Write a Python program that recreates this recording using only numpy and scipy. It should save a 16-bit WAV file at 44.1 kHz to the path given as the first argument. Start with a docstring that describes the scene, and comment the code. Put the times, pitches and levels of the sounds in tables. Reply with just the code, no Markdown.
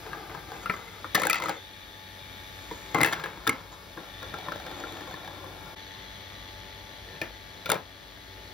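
"""A toy marble run on a table in a quiet room, close to a phone with two microphone ports.
A small geared motor hums and whirs throughout. Marbles tap over a bridge, then drop through a tower
(1.1 s) to a chute and ramp; impacts and rolling excite the damped modes of the hollow plastic.
A second drop (2.9 s) leads through a bend and a funnel, and a marble rocks in a corner (4-5.5 s).
The level dips briefly (5.8 s), the whir changes colour and the hiss weakens; a launcher clacks (7-8 s)."""
import sys
import numpy as np
from scipy import signal
from scipy.fft import rfft, irfft, next_fast_len
from scipy.io import wavfile
from scipy.ndimage import uniform_filter1d

SR = 44100
rng = np.random.default_rng(int(sys.argv[2]) if len(sys.argv) > 2 else 0)


def put_to_file(sound):
    """Save the sound as 16-bit audio at rate SR, in the file named by the first command-line argument."""
    columns = np.atleast_2d(sound).T  # one column per channel
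    safe = np.clip(columns, -1, 1)
    whole_steps = np.round(safe * 32767)
    wavfile.write(sys.argv[1], SR, whole_steps.astype(np.int16))


N = 376173
TIME = np.arange(N) / SR
LN_1000 = np.log(1000)  # a decay of 60 dB, in nepers
DIP_S, DIP_HALF_S = 5.755, 0.012


def undb(db):
    """Level to amplitude ratio."""
    return 10 ** (np.asarray(db) / 20)


def unit(x):
    """Normalisation to rms 1."""
    return x / np.sqrt(np.mean(x ** 2))


def along(table, hz):
    """Interpolation on a logarithmic frequency axis."""
    f, values = np.transpose(table)
    return np.interp(np.log(hz + 1), np.log(f), values)


def curves(table):
    """Linear interpolation of each column in time."""
    times, *columns = np.transpose(table)
    return [np.interp(TIME, times, column) for column in columns]


def shape(x, gain):
    """Filtering as multiplication of the spectrum by gain(frequency)."""
    n = next_fast_len(x.shape[-1])
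    return irfft(rfft(x, n) * gain(np.fft.rfftfreq(n, 1 / SR)), n)[..., :x.shape[-1]]


def ring(x, hz, t60):
    """Forced response of one damped mode."""
    pole = np.exp(2j * np.pi * hz / SR - LN_1000 / (t60 * SR))
    return signal.lfilter([1], [1, -pole], x).imag


def drift(rate_hz):
    """Slow random fluctuation with a standard deviation near 1."""
    steps = np.arange(int(N / SR * rate_hz) + 2) * SR / rate_hz
    return 1.2 * np.interp(np.arange(N), steps, rng.standard_normal(len(steps)))


# Interchannel phase: (frequency [Hz], left minus right [rad])
PHASE_DIFFERENCE = [(200, 0), (1300, .3), (2800, .9), (4600, .4), (5700, -1.3), (7600, -2.8), (9600, -3.5),
                    (11600, -5.7), (13000, -6.3), (17000, -6.4)]
# Interchannel level: (frequency [Hz], left minus right [dB])
LEVEL_DIFFERENCE = [(60, 3.5), (300, 3), (1500, 4), (3000, 4.5), (5000, 3.5), (9000, -0.5), (14000, 3.5)]
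def stereo_image(x):
    """Interchannel level and phase differences; above about 12 kHz the sound is in phase, nearly mono."""
    half = lambda hz: undb(along(LEVEL_DIFFERENCE, hz) / 2) * np.exp(0.5j * along(PHASE_DIFFERENCE, hz))
    return np.array([shape(x[0], half), shape(x[1], lambda hz: 1 / half(hz))])


# Interchannel coherence: (frequency [Hz], shared power [fraction])
COHERENCE = [(60, 0.92), (300, 0.73), (900, 0.24), (1500, 0.099), (3000, 0.51), (6000, 0.77), (8500, 1),
             (15000, 0.98)]
def spread(make):
    """Partial coherence: left and right share part of a sound; the rest is independent in each."""
    both, left, right = make(), make(), make()
    share = lambda hz: np.clip(along(COHERENCE, hz), 0, 1)
    diffuse = shape(np.array([left, right]), lambda hz: np.sqrt(1 - share(hz)))
    return shape(both, lambda hz: np.sqrt(share(hz))) + diffuse


# Background noise: (frequency [Hz], relative spectrum level [dB])
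ROOM_SPECTRUM = [(25, -34), (44, -4.5), (53, 5), (62, -2), (85, -3), (170, -10.5), (400, -10.5),
                 (900, -12.5), (1300, -21), (2800, -18.5), (5000, -19), (7000, -26), (9000, -23.5),
                 (13000, -28), (15700, -29.5), (16100, -79)]
def room(level_db=-46, hiss_from_hz=4800, late_hiss_db=-3.5):
    """Broadband noise of air, distant appliances and microphones; the hiss is weaker after the dip."""
    air = spread(lambda: unit(shape(rng.standard_normal(N), lambda hz: undb(along(ROOM_SPECTRUM, hz)))))
    hiss = shape(air, lambda hz: 1 / (1 + (hiss_from_hz / (hz + 1)) ** 4))
    hiss_db = np.where(TIME < DIP_S, 0, late_hiss_db)
    return undb(level_db + 0.5 * drift(1.55)) * (air - hiss + undb(hiss_db) * hiss)


# Motor running: (time [s], rotation rate [Hz], hum level [dB])
MOTOR_RUN = [(0, 96.26, -51), (1.8, 95.57, -49.5), (2.9, 95.85, -47), (4, 95.2, -49), (5.7, 96.66, -46.5),
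             (5.78, 97.1, -48), (6.5, 96.2, -50), (7.9, 97.1, -50), (8.53, 95.6, -50.5)]
# Hum partials: (harmonic number, relative level [dB])
HUM_HARMONICS = [(1, 6.5), (2, 1), (3, -0.5), (4, 2), (5, -28), (6, -3), (7, -3.5), (8, -12), (9, 5.5),
                 (10, -53), (11, -4.5), (12, 0.5), (13, 2), (14, -8), (15, -2), (16, -17), (17, -2.5),
                 (18, -5), (19, -23), (20, -24), (21, -10), (22, -34), (23, 3), (24, 0), (25, -8)]
# Gear noise: (time [s], level [dB])
WHIR_LEVEL = [(0.0, -52), (1.02, -46.5), (1.19, -39), (1.71, -42.5), (1.99, -44.5), (2.4, -44),
              (3.06, -44.5), (3.42, -46), (3.82, -50), (4.08, -44), (4.23, -41), (5.06, -42.5), (5.56, -47),
              (5.87, -47), (7.01, -49.5), (8.03, -51), (8.53, -50)]
# Gear case: (frequency [Hz], bandwidth [Hz], relative level before the dip [dB], after it [dB])
CASE_MODES = [(1806, 180, 3.5, 5.5), (1996, 150, -17, 3), (2350, 73, -2, -5), (2980, 250, -4, 0.5),
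              (3342, 110, -1.5, 4.5), (3532, 40, 1.5, 4), (3787, 59, -1, -13), (3946, 84, -8, 3.5),
              (4358, 54, -6, 1.5), (6060, 480, -8, -2)]
def motor(waver_db=3.0, throb_depth=0.38):
    """Rotation gives a harmonic series; tooth noise, modulated once a turn, drives the gear case modes."""
    turn_hz, hum_db = curves(MOTOR_RUN)
    whir_db, = curves(WHIR_LEVEL)
    angle = 2 * np.pi * np.cumsum(turn_hz) / SR

    def hum():
        return unit(sum(undb(db + waver_db * drift(5.5)) * np.sin(k * angle + 2 * np.pi * rng.random())
                        for k, db in HUM_HARMONICS))

    def whir():
        case = np.zeros(N)
        for hz, width, early_db, late_db in CASE_MODES:
            gain = undb(np.where(TIME < DIP_S, early_db, late_db) + 0.5 * drift(10))
            teeth = rng.standard_normal(N) * (1 + throb_depth * np.sin(angle))
            case += gain * unit(ring(teeth, hz, LN_1000 / (np.pi * width)))
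        return unit(case)

    return undb(hum_db) * spread(hum) + undb(whir_db) * spread(whir)


def echoes(x, level_db=-14.5, t60=0.2, low_hz=148, high_hz=1480):
    """Reverberation: nearby pieces, table and walls return a duller, exponentially decaying tail."""
    t = TIME[:int(0.3 * SR)]
    tail = spread(lambda: rng.standard_normal(N))[:, :len(t)] * np.exp(-LN_1000 * t / t60) * (t > 0.002)
    tail = shape(tail, lambda hz: 1 / (1 + (hz / high_hz) ** 2) / (1 + (low_hz / (hz + 1)) ** 2))
    tail *= undb(level_db) / np.sqrt(np.sum(tail ** 2, axis=1, keepdims=True))
    return signal.fftconvolve(x, tail, axes=1)[:, :N]


# Pieces in turn: bridge, tower top, tower drop, chute, ramp, second drop, bend, skid, funnel, corner,
# launcher arm, launcher cup. Levels are relative.
# (start [s], thud frequency [Hz], shake [dB], contact time [s], mean track T60 [s], track [dB],
#  ragged push [dB], own modes in a knock [dB], own modes in a roll [dB], rattle [dB])
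RUN_PIECES = [(0.0, 430, -9, 0.0023, 0.05, -6, -10, -11, -1, -31),
              (0.601, 507, -14, 0.0033, 0.04, -3, 2, -1, -3.5, -29),
              (1.1, 527, -12, 0.0022, 0.03, -4, -2.5, -4, 3.5, -27),
              (1.29, 362, -15, 0.0023, 0.03, -5.5, -3.5, -5, 9, -28),
              (1.39, 540, -11, 0.0028, 0.037, -11, -4, -8, 4, -28),
              (2.601, 488, -12, 0.002, 0.023, -2, -6, -1.5, 1.5, -34),
              (3.025, 375, -14, 0.002, 0.012, -5, -3, -9, 2, -33),
              (3.1, 357, -7.5, 0.0046, 0.015, -1, -1, -10, -1.5, -31),
              (3.4, 520, -16, 0.0028, 0.03, -5.5, -3, -7, -1, -18.5),
              (3.9, 515, -25, 0.0019, 0.029, -8, -17, -4, 2.5, -26),
              (7.0, 513, -15, 0.0024, 0.021, -10, -8, 4, -0.5, -26),
              (7.5, 520, -10, 0.0021, 0.02, -5.5, 1, -3, 3.5, -20)]
# Own modes, one list a piece: (frequency [Hz], bandwidth before widening [Hz], relative level [dB])
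PIECE_MODES = [
    [(442, 63, 1.5), (796, 55, 4.5), (1200, 29, 2.5), (1594, 77, 4), (2030, 140, -4)],
    [(1330, 130, 3.5), (1530, 28, -22), (1810, 24, -7), (2036, 35, -2.5)],
    [(600, 23, -13), (743, 71, -12.5), (2030, 100, 1), (2440, 50, -6), (2920, 32, -10.5), (3600, 60, -17)],
    [(1320, 160, -4), (2040, 98, 4), (2560, 36, 0.5), (3340, 33, -14.5), (4100, 240, -14), (4600, 83, -9)],
    [(583, 28, -4), (791, 47, -11), (1290, 65, -5), (1470, 23, -5), (2080, 140, -1)],
    [(312, 55, 2), (533, 66, -4.5), (800, 120, -7), (1084, 24, 0), (1310, 120, 2), (2080, 21, -1)],
    [(904, 30, -7.5), (1690, 53, 6), (2020, 19, 2), (2120, 17, 0), (2620, 24, 0), (5110, 140, -19)],
    [(1077, 66, 1), (1340, 65, -1), (1620, 120, 2), (2170, 69, -2), (3400, 88, -7.5), (4100, 38, -17)],
    [(1090, 95, 1), (1350, 110, 1), (1730, 83, -2), (2170, 78, -5), (3170, 210, -18), (3860, 150, -7.5),
     (4500, 100, -13), (5160, 130, -15)],
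    [(374, 46, -0.5), (601.5, 40, -0.5), (784, 126, 4), (1070, 73, 2.5), (1365, 24, 0.5), (2303, 15, -8)],
    [(487, 150, 0), (1784, 31, 1), (2370, 66, -12), (2580, 27, -10), (3320, 60, -12), (3960, 31, -6)],
    [(590, 150, 3), (1000, 56, -1), (1470, 47, -7), (1608, 22, -10), (2100, 60, -9), (2265, 25, -12),
     (2800, 62, -11), (3530, 68, -2)],
]
def piece_resonance(taps, widen=1.35):
    """Local resonance: taps excite the modes of whichever piece the marble is in."""
    out = np.zeros(N)
    edges = [int(row[0] * SR) for row in RUN_PIECES] + [N]
    for a, b, (*_, roll_db, _), modes in zip(edges, edges[1:], RUN_PIECES, PIECE_MODES):
        sound = sum(undb(db) * unit(ring(taps[a:b], hz, LN_1000 / (np.pi * widen * width)))
                    for hz, width, db in modes)
        out[a:b] = undb(roll_db) * unit(sound)
    return out


def piece_at(time_s):
    """Settings and modes of the piece in play at this time."""
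    k = sum(row[0] <= time_s for row in RUN_PIECES) - 1
    return RUN_PIECES[k][1:], PIECE_MODES[k]


def rattle(decay_s=0.0091):
    """Exponential decay: the envelope of the rattle that each knock leaves."""
    jolts = np.zeros(N)
    for start, level_db, *_ in IMPACTS:
        (*_, rattle_db), _ = piece_at(start)
        jolts[int(start * SR)] = undb(level_db + rattle_db)
    return uniform_filter1d(signal.lfilter([1], [1, -np.exp(-1 / (decay_s * SR))], jolts), size=100)


# Plastic track, rolled on or struck: (frequency [Hz], relative level [dB], T60 before scaling [s])
TRACK_MODES = [(224, -7, 0.034), (332, -45, 0.26), (408, 1.5, 0.21), (531, -18, 0.15), (634, -1.5, 0.075),
               (774, -1, 0.057), (986, 4.5, 0.027), (1055, 1, 0.073), (1204, -0.5, 0.038),
               (1300, 3.5, 0.099), (1525, -1, 0.035), (1603, -1.5, 0.071), (1747, -3.5, 0.099),
               (2100, -1.5, 0.063), (2258, -11.5, 0.27), (2390, -12, 0.12), (2557, -3.5, 0.093),
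               (2630, -3, 0.084), (3550, 3.5, 0.0049), (4150, -5.5, 0.066), (4800, -7, 0.011),
               (5550, 0.5, 0.0037), (6830, 5.5, 0.0066)]
# Rolling and rubbing: (start [s], end [s], start level [dB], end level [dB], tilt [dB/octave])
ROLLS = [(0.021, 0.409, -46.5, -42.5, -2.5), (0.422, 0.65, -46.5, -40.5, 0), (0.728, 1.04, -40, -46.5, -1),
         (1.187, 1.395, -41, -44, 4), (1.413, 1.52, -37.5, -33, 2.5), (1.513, 1.588, -37, -51, 1.5),
         (2.583, 2.952, -58.5, -52.5, 4.5), (2.946, 3.03, -30, -25.5, -2), (3.037, 3.113, -27, -36.5, 0),
         (3.116, 3.142, -24, -33, 3), (3.161, 3.477, -35, -44, -2.5), (3.518, 3.698, -38, -55, -1.5),
         (3.713, 3.915, -46.5, -53, 1), (3.965, 4.22, -44, -58.5, -7), (4.22, 4.337, -45, -58, -8),
         (4.327, 4.58, -50, -43.5, -4), (4.602, 5.152, -47, -47.5, 1), (5.16, 5.75, -47, -51.5, -3),
         (7.07, 7.172, -50.5, -43, -5), (7.655, 7.798, -50, -54, -4)]
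def rolling(taps_per_s=2516, scatter_db=2, uneven_db=1.47, walls_db=-1.5, base_db=13, track_db=-5):
    """Roughness excitation: seams and dust under the marble tap the track at random."""
    roll, tilt = np.zeros(N), np.full(N, -12.0)  # between rolls the rattle is dull
    for start, end, start_db, end_db, slope in ROLLS:
        on = (TIME >= start) & (TIME < end)
        roll[on] = undb(np.interp(TIME[on], [start, end], [start_db, end_db]))
        tilt[on] = slope
    envelope = uniform_filter1d(roll * undb(uneven_db * drift(15)), size=600) + rattle()
    tilt = uniform_filter1d(tilt, size=600)
    taps = (rng.random(N) < taps_per_s / SR) * rng.standard_normal(N)
    taps *= undb(scatter_db * np.minimum(rng.exponential(size=N), 4.5))
    body = np.zeros(N)
    for hz, db, t60 in TRACK_MODES:
        # gentle contact excites the base more, and the thin walls less, than a blow
        gentle_db = walls_db * (hz > 2550) + base_db * (hz < 270)
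        gain = undb(db + gentle_db + tilt * np.log2(hz / 800) + 2 * drift(20))
        body += gain * unit(ring(ring(taps, hz, 0.36 * t60), hz, 0.12 * t60))
    return envelope * (body / np.sqrt(len(TRACK_MODES)) * undb(track_db) + piece_resonance(taps))


def plastic_response(t, main_hz, mean_t60, modes, own_db, reach_octaves=1.33, widen=1.45, shake_s=0.037):
    """Modal superposition: the ring of track and piece, and the shaking of loose joints after a blow."""
    hz, db, t60 = np.transpose(TRACK_MODES)[:, :, None]
    scatter, detune = rng.standard_normal((2, len(hz), 1))
    gain = undb(db + 4 * scatter - 6.4 * (np.log2(hz / main_hz) / reach_octaves) ** 2)
    phase = 2 * np.pi * hz * (1 + 0.031 * detune) * t + 3 * detune
    decay = LN_1000 / mean_t60
    track = np.sum(gain * np.sin(phase) * np.exp(-decay * t * t60.mean() / t60), axis=0)
    shaking = rng.standard_normal(len(t)) * (1 - np.exp(-t / 0.005)) * np.exp(-t / shake_s)
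    damped = track * np.exp(-7.3 * decay * t)  # loose joints add damping
    shake = signal.fftconvolve(damped, shaking)[:len(t)]
    own_hz, width, mode_db = np.transpose(modes)[:, :, None]
    own_gain = gain.max() * undb(own_db + mode_db + 3.5 * scatter[:len(modes)])
    own = own_gain * np.sin(2 * np.pi * own_hz * t) * np.exp(-np.pi * widen * width * t)
    return track + own.sum(axis=0), shake


def thud(t, hz):
    """Low resonance: a soft noise pulse drives three heavily damped modes of the hollow tower."""
    pulse = rng.standard_normal(len(t)) * t * np.exp(-t / 0.0018)
    return sum(ring(ring(pulse, k * hz, 0.017), k * hz, 0.024) * k ** 0.49 for k in (0.4, 0.62, 1))


# Contact noise, clack and brighter crack: (frequency [Hz], relative spectrum level [dB])
CLACK_SPECTRUM = [(2000, -38), (3000, 2.5), (3500, 10.5), (4200, 4.5), (5000, 3.5), (6500, -2),
                  (8000, -7.5)]
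CRACK_SPECTRUM = [(4000, -71), (6500, 13.5), (8500, 23.5), (11000, 13), (14500, 8), (16000, -6),
                  (17000, -46)]
def contact_noise(t, push, crack_s=0.017):
    """A brief contact has a broad spectrum: clack and crack lead each knock."""
    clack = shape(rng.standard_normal(len(t)), lambda hz: undb(along(CLACK_SPECTRUM, hz)))
    crack = shape(rng.standard_normal(len(t)), lambda hz: undb(along(CRACK_SPECTRUM, hz)))
    return clack * push, crack * push * np.exp(-t / crack_s)


# Marble impacts: (time [s], reference level [dB], low ring [Hz], low ring [dB], high ring [Hz],
#  high ring [dB], ring T60 [s], clack [dB], crack [dB], thud [dB], left minus right [dB])
IMPACTS = [(0.064, -31, 1000, -43, 1560, -43, 0.037, -54, -59, -49, 6),
           (0.131, -27, 1195, -37, 1630, -34, 0.036, -52, -57, -49, 6),
           (0.296, -28, 1080, -40, 1570, -49, 0.027, -54, -60, -53, 3.5),
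           (0.348, -29, 1010, -39, 1650, -40, 0.03, -51, -61, -45, 8),
           (0.518, -32, 785, -39, 1540, -42, 0.032, -46, -61, -43, 4),
           (0.658, -21, 1370, -31, 1520, -39, 0.035, -45, -48, -45, 5.5),
           (0.697, -12.5, 1320, -24.5, 2025, -25.5, 0.048, -45, -46, -49, 3.5),
           (0.738, -28, 1180, -34.5, 2070, -40, 0.03, -52, -64, -53, 1),
           (1.044, -29, 1265, -31.5, 1500, -52, 0.022, -53, -55, -43.5, 5.5),
           (1.147, -11, 1214, -23, 1856, -20, 0.03, -29, -22, -42, 6),
           (1.151, -8, 1086, -23.5, 1797, -19, 0.032, -17.5, -20, -40, 4.0),
           (1.161, -17, 589, -28, 2040, -22, 0.03, -33, -39, -40, 3.5),
           (1.176, -17, 737, -24, 1840, -31, 0.03, -42, -48, -37, 5),
           (1.198, -22, 580, -25.5, 1780, -28, 0.027, -35, -34, -43, 5.5),
           (1.218, -15, 1140, -21, 1550, -27, 0.021, -33, -28, -34, 3.5),
           (1.234, -15, 1330, -26, 2160, -25.5, 0.033, -34, -32, -42, 9),
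           (1.252, -17, 870, -27, 1960, -29, 0.034, -34, -29, -28, 4),
           (1.269, -22, 820, -24, 1590, -18.5, 0.027, -30, -21, -38, 3),
           (1.298, -15, 1290, -22, 2380, -17, 0.027, -25, -20, -38, 2.5),
           (1.307, -19, 1400, -44, 2030, -21, 0.03, -30, -27, -37, 6),
           (1.33, -12.5, 1280, -26, 2520, -22.5, 0.03, -22, -33, -45, 7),
           (1.343, -13, 1400, -30, 2040, -24, 0.03, -30, -34, -47, 1),
           (1.356, -14, 802, -30, 1960, -26.5, 0.036, -32, -36, -43, 2.5),
           (1.4, -25, 1010, -28, 2080, -36, 0.03, -38, -42, -41, 1),
           (1.421, -22, 1280, -28, 2050, -30, 0.03, -36, -45, -42, 8),
           (1.437, -20, 980, -27, 2060, -31, 0.027, -39, -38, -39, 0),
           (1.458, -19, 1240, -27, 2000, -37, 0.035, -40, -44, -39, 8),
           (1.484, -18, 1250, -24.5, 1500, -38, 0.03, -40, -39, -40, 7),
           (1.493, -18, 797, -24.5, 1630, -29, 0.035, -30, -32, -33, 2),
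           (2.711, -31, 970, -34, 1800, -46, 0.04, -48, -57, -38, 2),
           (2.946, -11, 830, -22, 1550, -36, 0.03, -33, -36, -32, 7),
           (2.957, -15, 1186, -24.5, 2080, -32, 0.032, -49, -51, -34, 0),
           (2.985, -17, 1280, -26.5, 2050, -30, 0.03, -40, -42, -33, 8),
           (3.006, -10, 840, -23.5, 1980, -30, 0.033, -33, -39, -29, 3.5),
           (3.013, -10, 610, -30, 2050, -21, 0.037, -25.5, -25, -29, 7),
           (3.032, -7, 786, -26, 2080, -12, 0.025, -25, -17, -37, 3.5),
           (3.046, -4, 886, -29, 1720, -21.5, 0.03, -27, -27, -40, 8),
           (3.061, -16, 1050, -30, 1710, -22, 0.03, -32, -26, -38, 3),
           (3.074, -17, 934, -34, 1940, -24, 0.03, -40, -40, -27, 3.0),
           (3.085, -21, 1080, -32, 1870, -31, 0.034, -38, -47, -40, 2),
           (3.125, -17, 1240, -31, 1770, -27, 0.03, -35, -34, -38, 1),
           (3.131, -18, 1080, -34, 2150, -27.5, 0.03, -27, -35, -42, 5),
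           (3.196, -24, 1070, -42, 1620, -36, 0.03, -42, -49, -42, 4),
           (3.238, -21, 980, -36, 1640, -33.5, 0.03, -36, -41, -40, 5),
           (3.258, -24, 1190, -35, 1680, -32, 0.026, -45, -49, -44, 6),
           (3.372, -34, 1060, -42, 1600, -53, 0.03, -48, -62, -45, 3.5),
           (3.468, -15, 1380, -26, 1490, -29, 0.026, -35, -35, -43, 5),
           (3.474, -11.5, 1440, -22, 1640, -21.5, 0.022, -20, -28, -35, 4),
           (3.493, -10.5, 1090, -24, 2150, -15, 0.036, -28, -20, -37, -0.5),
           (3.528, -28, 1050, -38, 2210, -38, 0.03, -44, -53, -45, 1.0),
           (3.974, -29, 1060, -37, 1610, -38, 0.032, -53, -60, -39.5, 6),
           (4.228, -27, 1080, -37, 1680, -40.5, 0.041, -42.5, -64, -43, 4),
           (4.34, -20, 1350, -37.5, 1550, -38, 0.033, -43, -60, -47, 3),
           (4.386, -27, 746, -39, 2300, -48, 0.03, -43.5, -62, -47, 2),
           (4.484, -26, 1060, -30, 1770, -36, 0.03, -47, -58, -44, 4.0),
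           (4.52, -22, 1346, -33, 1530, -31.5, 0.03, -40.5, -60, -44, 3),
           (4.559, -32, 600, -39, 1730, -42, 0.035, -45, -63, -52, 4.5),
           (4.599, -28, 770, -40, 1550, -43, 0.03, -45.5, -58, -54, 3.5),
           (4.665, -24, 770, -39.5, 1550, -39, 0.033, -42, -63, -48, 4.0),
           (4.712, -34, 770, -42, 1550, -45, 0.036, -45.5, -60, -46, 5.0),
           (4.801, -40, 759, -40, 1550, -45, 0.03, -45, -61, -52, 3.5),
           (4.838, -27, 1370, -37.5, 1570, -41, 0.037, -49, -60, -46, 5.0),
           (4.923, -38, 1350, -48, 1740, -52, 0.03, -45, -55, -46, 3.5),
           (4.97, -27, 775, -43, 1720, -41, 0.03, -47, -60.5, -48, 4),
           (5.008, -40, 840, -40, 1740, -42, 0.03, -47, -58, -47, 3),
           (5.074, -33, 1080, -39.5, 1730, -49, 0.03, -48, -59, -47, 3),
           (5.11, -37, 760, -40, 1560, -43, 0.036, -48, -61.5, -55, 2),
           (5.14, -32, 1070, -37, 1750, -39, 0.033, -46, -58, -49, 4),
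           (5.247, -34, 775, -45, 1660, -45, 0.03, -48, -60, -47, 3.5),
           (5.276, -33, 870, -40, 1680, -41, 0.035, -46, -58, -46, 4.0),
           (5.441, -38, 1070, -40.5, 1560, -51, 0.026, -52, -60, -44, 4),
           (7.215, -13.5, 592, -34, 2430, -26.5, 0.03, -35, -42, -37, 2.5),
           (7.658, -28, 1400, -37, 2300, -36, 0.03, -36, -59, -45, 6),
           (7.662, -25, 1360, -41, 2370, -38, 0.03, -44, -59, -42, 3),
           (7.692, -19, 552, -27.5, 2340, -31, 0.03, -40, -36, -32, 2),
           (7.7, -14, 1447, -25.5, 1466, -32, 0.059, -26, -23, -32, 4.5),
           (7.717, -13, 960, -26, 2160, -27.5, 0.026, -22.5, -18.5, -30, 5),
           (7.729, -23, 580, -27.5, 1920, -38, 0.022, -40, -43, -33, 5),
           (7.743, -26, 950, -41, 1820, -36, 0.03, -38, -40, -37, 4),
           (7.753, -26, 1050, -36, 2350, -35, 0.026, -44, -48, -36, 5)]
def knocks(rise_s=0.00036, onset_s=0.007, image_bias_db=4):
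    """Impact excitation: a tap and a ragged push are convolved with the plastic's impulse response."""
    t = TIME[:4096]
    out = np.zeros((2, N + len(t)))
    unit_peak = lambda x: x / np.abs(x).max()
    unit_onset = lambda x: x / np.sqrt(np.mean(x[t < onset_s] ** 2))
    for (start, level_db, low_hz, low_db, high_hz, high_db, t60,
         clack_db, crack_db, thud_db, pan_db) in IMPACTS:
        (thud_hz, shake_db, contact_s, track_t60, track_db, ragged_db, own_db, *_), modes = piece_at(start)
        push = (1.3 - np.exp(-t / 0.002)) * np.exp(-t / contact_s)
        force = undb(ragged_db) * rng.standard_normal(len(t)) * push
        force[20] += np.sqrt(np.sum(push ** 2))  # the clean tap
        struck = lambda x: signal.fftconvolve(x * (1 - np.exp(-t / rise_s)), force)[:len(t)]
        main_hz = low_hz if low_db > high_db else high_hz  # modes near the stronger ring answer most
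        body, shake = plastic_response(t, main_hz, track_t60, modes, own_db)
        low, high = (struck(np.sin(2 * np.pi * hz * t) * np.exp(-LN_1000 * t / t60))
                     for hz in (low_hz, high_hz))
        clack, crack = contact_noise(t, push)
        parts = ((low_db, low), (high_db, high), (clack_db, clack), (crack_db, crack),
                 (thud_db, thud(t, thud_hz)))
        hit = sum(undb(db) * unit_onset(part) for db, part in parts)
        hit += undb(level_db + track_db) * unit_peak(struck(body))
        hit += undb(level_db + shake_db) * unit_peak(shake)
        pan = undb(np.array([[1], [-1]]) * (pan_db - image_bias_db) / 2)
        i = int(start * SR)
        out[:, i:i + len(t)] += hit * pan
    return out[:, :N]


def scene():
    """Superposition of room, motor, marbles and their echoes in two channels."""
    # small pieces radiate no deep bass
    marbles = shape(knocks() + rolling(), lambda hz: 1 / (1 + (95 / (hz + 1)) ** 4))
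    return stereo_image(room() + motor() + echoes(marbles) + marbles)


def record(dry, knee_db=-41.5, ratio=1.376, smoothing_s=0.22, low_hz=45, top_hz=16900):
    """Compression and band limiting: gain control ducks after loud knocks; the level dips once, briefly."""
    pole = np.exp(-1 / (smoothing_s * SR))
    envelope = np.sqrt(signal.lfilter([1 - pole], [1, -pole], np.mean(dry ** 2, axis=0)))
    gain = (1 + envelope / undb(knee_db)) ** (1 / ratio - 1)
    dip = np.clip(np.abs(TIME - DIP_S) / DIP_HALF_S, 0, 1)
    bass_cut = shape(dry, lambda hz: np.minimum(hz / low_hz, 1) ** 3)
    lowpass = signal.ellip(12, 0.2, 80, top_hz, fs=SR, output="sos")
    return signal.sosfilt(lowpass, bass_cut * gain * dip)


dry = scene()
out = record(dry)
put_to_file(out)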